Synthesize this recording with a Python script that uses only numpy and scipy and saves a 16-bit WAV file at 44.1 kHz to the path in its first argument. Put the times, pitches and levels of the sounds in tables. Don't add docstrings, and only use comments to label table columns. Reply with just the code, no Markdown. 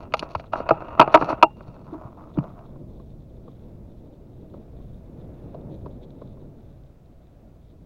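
import sys
import numpy as np
from scipy import signal
from scipy.fft import rfft, irfft
from scipy.io import wavfile
from scipy.ndimage import uniform_filter1d

SR = 44100
rng = np.random.default_rng(int(sys.argv[2]) if len(sys.argv) > 2 else 0)


def pcm_store(signal):
    levels = np.round(np.clip(np.atleast_2d(signal), -1, 1) * 32767)
    wavfile.write(sys.argv[1], SR, levels.astype(np.int16).T)


N = 346185
T = np.arange(N) / SR


def undb(db):
    return 10 ** (np.asarray(db) / 20)


def unit(x):
    return x / np.sqrt(np.mean(x ** 2) + 1e-20)


def add(out, start_s, x):
    i = max(int(start_s * SR), 0)
    out[i:i + len(x)] += x[:N - i]


def cut(x, hz, kind, order=4):
    sos = signal.butter(order, hz, kind, fs=SR, output="sos")
    return signal.sosfilt(sos, x)


def colour(x, points, size=4096):
    hz, db = np.transpose(points)
    bins_hz = np.fft.rfftfreq(size, 1 / SR) + 1
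    gain_db = np.interp(np.log(bins_hz), np.log(hz), db)
    cepstrum = irfft(np.log(undb(gain_db)))
    cepstrum[1:size // 2] *= 2
    cepstrum[size // 2 + 1:] = 0
    impulse = irfft(np.exp(rfft(cepstrum)))
    return signal.fftconvolve(x, impulse)[:len(x)]


def noise(points):
    return unit(colour(rng.standard_normal(N), points))


def fade(t, t60_s):
    return np.exp(-np.log(1000) * t / t60_s)


def swell(t, rise_s):
    return 1 - np.exp(-(t / rise_s) ** 2)


def walk(rate_hz):
    k = int(SR / rate_hz)
    levels = rng.standard_normal(N)[:N // k + 1]
    return unit(uniform_filter1d(np.repeat(levels, k), k)[:N])


def grains(rate_hz, spread_db):
    hits = rng.random(N) < rate_hz / SR
    strength = undb(spread_db * np.minimum(rng.exponential(size=N), 4))
    return hits * rng.standard_normal(N) * strength


def gesture(start_s, length_s, attack_s, t60_s):
    attack = np.clip((T - start_s) / attack_s, 0, 1)
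    return attack * fade(np.maximum(T - start_s - length_s, 0), t60_s)


def weigh(x, treble_db, bass_db, low_hz=450, high_hz=1700, lowest_hz=115):
    bass = unit(cut(x, [lowest_hz, low_hz], "band"))
    middle = unit(cut(x, [low_hz, high_hz], "band"))
    treble = unit(cut(x, high_hz, "high", order=6))
    return (middle + undb(treble_db) * treble + undb(bass_db) * bass) / np.abs(middle).max()


# f/Hz, relative level/dB, t60/s
RIFLE_MODES = [(145, -17, .16), (262, -18, .07), (325, -10, .085), (435, -10, .07), (590, -9, .045),
               (655, 0, .075), (703, -10, .09), (824, -12, .15), (890, -15, .15), (950, 2, .058),
               (1075, -2, .035), (1215, -8, .035), (1300, -5, .036), (1460, -11, .025), (1795, -20, .035),
               (2170, -21, .03), (2375, -12, .04), (2572, -5, .045), (2780, -13, .085), (3195, -18, .028),
               (3540, -17, .024), (4365, -22, .055), (4560, -25, .035), (5540, -33, .045),
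               (6080, -32, .022), (6520, -33, .02)]


def ring(t, length=1, scatter_db=0, detune=0):
    hz, db, t60_s = np.transpose(RIFLE_MODES)[:, :, None]
    chance = rng.standard_normal((2, len(hz), 1))
    waves = np.sin(2 * np.pi * hz * (1 + detune * chance[0]) * t)
    gains = undb(db + scatter_db * chance[1])
    return np.sum(gains * fade(t, t60_s * length) * waves, axis=0)


# t/s, length/s, body level/dB, scratch level/dB before scratch_trim_db
STROKES_T_LEN_DB = [(0, 0.027, -44, -67.5), (0.166, 0.016, -39.5, -51), (0.216, 0.019, -39, -57.5),
                    (0.283, 0.13, -49, -67), (0.518, 0.091, -36.5, -64), (0.653, 0.38, -40, -77.5),
                    (0.967, .12, -33, -75.5), (1.117, .03, -29, -49.5), (1.183, .135, -30, -56.5),
                    (1.338, .05, -38, -75.5), (1.56, 0.312, -56, -79.5)]
# f/Hz, relative density/dB per Hz
RUB_SPECTRUM = [(88, -38), (150, -12), (247, -12), (319, -7), (405, -13), (655, -3), (832, -7),
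                (1300, -8.5), (1440, -11.5), (1650, -33), (2810, -23.5), (3060, -41.5), (4460, -39.5),
                (5110, -46), (9000, -62), (11700, -88), (19800, -120)]
# f/Hz, relative density/dB per Hz
SCRATCH_SPECTRUM = [(1500, -17), (2500, -0.5), (2900, -3), (3150, -7), (4000, -1.5), (4400, 2.5),
                    (5100, -13), (5500, -5), (6800, -15), (7900, -32.5), (9000, -20.5), (10500, -22),
                    (12500, -34), (16000, -43.5)]
STROKE_ATTACK_S, STROKE_T60_S = 0.0088, 0.32
SCRATCH_T60_S = 0.08
RATTLE_HZ, RATTLE_DB = 45, -7


def sliding(ring_db=-4, scratch_trim_db=3, split_hz=2700, jerk_db=3.0):
    level, scratch = np.zeros((2, N))
    for start_s, length_s, db, edge_db in STROKES_T_LEN_DB:
        body_move = gesture(start_s, length_s, STROKE_ATTACK_S, STROKE_T60_S)
        edge_move = gesture(start_s, length_s, STROKE_ATTACK_S, SCRATCH_T60_S)
        level = np.maximum(level, undb(db) * body_move)
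        scratch = np.maximum(scratch, undb(edge_db) * edge_move)
    jerks = undb(jerk_db * walk(70))
    rattle = unit(grains(RATTLE_HZ, 0))
    catches = unit(grains(4600, spread_db=1.0) * jerks) + undb(RATTLE_DB) * rattle
    ringing = unit(signal.fftconvolve(catches, ring(T[:SR // 3]))[:N])
    rub = unit(colour(catches, RUB_SPECTRUM)) + undb(ring_db) * ringing
    body = unit(cut(rub, split_hz, "low")) * level
    grit = unit(grains(2500, spread_db=3) * jerks * undb(3 * walk(90))) + undb(-4) * rattle
    edge = unit(colour(grit, SCRATCH_SPECTRUM)) * scratch * undb(scratch_trim_db)
    return body + edge


# t/s, level/dB before rush_db and random swells
GUST_T_DB = [(2.7, -50.5), (3.3, -51), (4.25, -51.5), (4.58, -47), (5.0, -52), (5.3, -47), (5.68, -42.5),
             (6.0, -46.5), (6.3, -45.5), (6.7, -55.5), (6.95, -62), (7.5, -60.5), (7.8, -58.5)]
# f/Hz, relative density/dB per Hz
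WIND_SPECTRUM = [(71, -31), (120, 3.5), (377, -2), (417, -6), (479, -5.5), (642, -9.5), (720, -18.5),
                 (893, -20.5), (1070, -28.5), (1430, -36.5), (1730, -50), (2500, -49.5), (3250, -76),
                 (5500, -120)]
# f/Hz, relative density/dB per Hz
RUMBLE_SPECTRUM = [(15, -2), (30, -3.5), (50, 1), (90, -2), (140, -3.5), (200, -9), (400, -28.5),
                   (1000, -61)]
# f/Hz, relative density/dB per Hz
REEDS_SPECTRUM = [(900, -16), (1600, -6.5), (2400, -3), (2900, -5), (3600, 8), (4200, -0.5), (5000, -15.5),
                  (6500, -12.5), (8000, -23), (14000, -35.5)]
BREEZE_DB = -51
RUMBLE_DB, RUMBLE_DB_PER_DB = -45.5, 0.38
REEDS_DB, REEDS_DB_PER_DB = -78.5, 0.6


def wind(rush_db=2.0, eddy_db=1.7, swell_db=0.77, flutter_db=5.0, tick_db=-10):
    gust_db = np.interp(T, *np.transpose(GUST_T_DB)) - BREEZE_DB + swell_db * walk(10)
    air_db = BREEZE_DB + gust_db + rush_db + eddy_db * walk(25)
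    rumble_db = RUMBLE_DB + RUMBLE_DB_PER_DB * gust_db + eddy_db * walk(4.2)
    reeds_db = REEDS_DB + REEDS_DB_PER_DB * gust_db
    air = noise(WIND_SPECTRUM) * undb(air_db)
    rumble = noise(RUMBLE_SPECTRUM) * undb(rumble_db)
    leaves = unit(grains(3000, spread_db=2.5) * undb(flutter_db * walk(42)))
    stalks = unit(grains(8, spread_db=0))
    rustle = unit(colour(leaves + undb(tick_db) * stalks, REEDS_SPECTRUM))
    return air + rumble + rustle * undb(reeds_db)


# f/Hz, relative density/dB per Hz
FAR_SPECTRUM = [(100, -12), (250, -2), (400, -6), (560, -1), (700, -3), (820, -13), (1400, -19),
                (1800, -25), (2600, -28), (4000, -45)]


def distance(level_db=-60, waver_db=1.9):
    return noise(FAR_SPECTRUM) * undb(level_db + waver_db * walk(2.9))


# t/s, middle-band peak level/dB, treble/dB, bass/dB (re middle band)
KNOCKS_T_DB = [(0.123, -36, -2.5, -0.5), (0.138, -31, 9, -23), (0.1384, -7.5, -8.5, -26.5),
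               (0.193, -31, 10, -7), (.226, -19.5, -17.5, -2), (0.35, -13, -17.5, -19),
               (.397, -29, -10.5, -10), (.44, -39, -15.5, -5), (.533, -8, -23, -23.5),
               (.556, -18.5, -25.5, -8), (.602, -21.5, -22, 1), (0.69, -10.5, -14.5, -22),
               (0.707, -2.5, -26.5, -5), (.821, -27, -26, -5), (0.883, -29.5, -25, -13),
               (0.9953, 2.5, -19.5, -9.5), (1.0126, -0.5, -14, -16.5), (1.024, -7.5, -17.5, -13),
               (1.076, -16, -25, -3), (1.116, -34.5, -9, -2.5), (1.1415, 2, -18, -12),
               (1.1513, 0.5, -20.5, -14), (1.173, -10.5, -19, -10), (1.212, -15, -23, -2),
               (1.223, -11.5, -22, -2), (1.302, -22, -19.5, -9), (1.327, -17.5, -27, -3),
               (1.4257, 2, -11.5, -16.5), (1.607, -36, -18.5, -2), (1.764, -41.5, -32, -6),
               (2.372, -32, -22, 8.5), (2.386, -23, -17, -18), (2.44, -41.5, -15.5, 10.5),
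               (2.59, -39.5, -17, -19.5)]
# f/Hz, relative density/dB per Hz
CRACK_SPECTRUM = [(80, -19.5), (300, -4), (700, 0.5), (1300, 7), (1750, -16), (2500, -2.5), (3100, -16.5),
                  (4600, -14.5), (5300, -29), (6800, -32), (7900, -48.5), (10000, -39), (13000, -61),
                  (16000, -66)]
REBOUND_S, REBOUND_DB, REBOUND_DB_PER_DB, REBOUND_TREBLE_DB = 0.003, -4, 2.17, -4.5
RING_SHARE, RING_SHARE_PER_DB, RING_SHARE_MIN = 0.76, 0.04, 0.2
CLICK_HZ, CLICK_HZ_PER_DB = 1700.5, 148


def action(crack_t60_s=0.028, contact_s=0.0007):
    out, t = np.zeros(N), T[:SR // 8]
    force = swell(t, contact_s)
    rebound_trims = REBOUND_DB, REBOUND_DB_PER_DB, REBOUND_TREBLE_DB
    for start_s, db, treble_db, bass_db in KNOCKS_T_DB:
        length = max(RING_SHARE + RING_SHARE_PER_DB * db, RING_SHARE_MIN)
        click_hz = CLICK_HZ + CLICK_HZ_PER_DB * max(treble_db, 0)
        for late_s, (loss_db, loss_per_db, dull_db) in (0, (0, 0, 0)), (REBOUND_S, rebound_trims):
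            burst = rng.standard_normal(len(t)) * force * fade(t, crack_t60_s)
            crack = colour(burst, CRACK_SPECTRUM)
            modes = force * ring(t, length, scatter_db=3, detune=0.009)
            blow = unit(modes) + undb(-2) * unit(crack)
            blow = weigh(blow, treble_db + dull_db, bass_db, high_hz=click_hz)
            add(out, start_s + late_s, undb(db + loss_db + loss_per_db * db) * blow)
    return out


SPRING_HZ, SPRING_T60_S = (2772, 2796), 0.75


def spring(shake, level_db=-78):
    t = T[:SR]
    tone = fade(t, SPRING_T60_S) * sum(np.sin(2 * np.pi * hz * t) for hz in SPRING_HZ)
    return undb(level_db) * unit(signal.fftconvolve(shake, tone)[:N])


# t/s, level/dB before the envelope, f/Hz
BUMPS_T_DB_HZ = [(0.36, -22, 88), (1.683, -29.5, 139.2), (1.925, -22.5, 320.8), (1.948, -23.5, 324),
                 (2.05, -25, 118.9), (2.375, -12, 289), (2.383, -7.5, 172), (2.396, -13.5, 147)]


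def bumps(push_s=0.0027, t60_s=0.075):
    out, t = np.zeros(N), T[:SR // 4]
    envelope = swell(t, push_s) * fade(t, t60_s)
    for start_s, db, hz in BUMPS_T_DB_HZ:
        add(out, start_s, undb(db) * envelope * np.sin(2 * np.pi * hz * t))
    return out


# t/s, length/s, level/dB
SHIFTS_T_LEN_DB = [(1.871, 0.17, -45), (2.162, 0.094, -49), (2.351, 0.097, -43), (2.46, 0.18, -51.5)]
# f/Hz, relative density/dB per Hz
SKIN_SPECTRUM = [(120, -12.5), (210, -7.5), (320, 7), (450, -16), (650, 8), (800, -3), (980, 1.5),
                 (1300, -4), (1700, -24), (2500, -26.5), (3100, -37), (6500, -41.5), (9000, -47.5)]
SHIFT_ATTACK_S, SHIFT_T60_S = 0.0142, 0.5


def rubbing(jerk_db=2, spread_db=3):
    moves = [undb(db) * gesture(start_s, length_s, SHIFT_ATTACK_S, SHIFT_T60_S)
             for start_s, length_s, db in SHIFTS_T_LEN_DB]
    slips = grains(1500, spread_db) * undb(jerk_db * walk(34.18))
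    return unit(colour(slips, SKIN_SPECTRUM)) * np.max(moves, axis=0)


# t/s, middle-band peak level/dB before trim_db
SLAPS_T_DB = [(2.755, -43.5), (2.996, -45), (3.477, -40.5), (4.537, -42.5), (4.80, -48.5), (5.542, -34),
              (5.857, -33), (6.213, -35), (6.367, -46)]
# f/Hz, relative density/dB per Hz, before the band weighting
SPLASH_SPECTRUM = [(100, -21), (400, 7), (650, 14.5), (820, 2.5), (1080, 11), (1400, -5), (1800, -15.5),
                   (4000, -11), (6500, -37), (14000, -62)]


def slaps(rise_s=0.003, t60_s=0.04, trim_db=-1, treble_db=-26, bass_db=2):
    out, t = np.zeros(N), T[:SR // 5]
    envelope = swell(t, rise_s) * fade(t, t60_s)
    for start_s, db in SLAPS_T_DB:
        spray = colour(rng.standard_normal(len(t)) * envelope, SPLASH_SPECTRUM)
        add(out, start_s, undb(db + trim_db) * weigh(spray, treble_db, bass_db))
    return out


def scene():
    blows = action()
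    rifle = sliding() + blows + spring(blows) + bumps() + rubbing()
    marsh = wind() + distance() + slaps()
    return (rifle + marsh)[None]


# f/Hz, relative density/dB per Hz
HISS_SPECTRUM = [(100, 3), (4000, 4.5), (8000, -1.5), (11000, -5), (15000, -1), (16000, 3)]
TOP_HZ = 15800


def record(dry, hiss_db=-76.0, clip_level=0.96):
    clipped = dry / (1 + np.abs(dry / clip_level) ** 12) ** (1 / 12)
    dipped = signal.lfilter(*signal.iirnotch(7950, 5, fs=SR), clipped)
    hiss = undb(hiss_db) * noise(HISS_SPECTRUM)
    top_cut = signal.ellip(10, 0.1, 80, TOP_HZ, fs=SR, output="sos")
    return signal.sosfilt(top_cut, dipped + hiss)


dry = scene()
out = record(dry)
pcm_store(out)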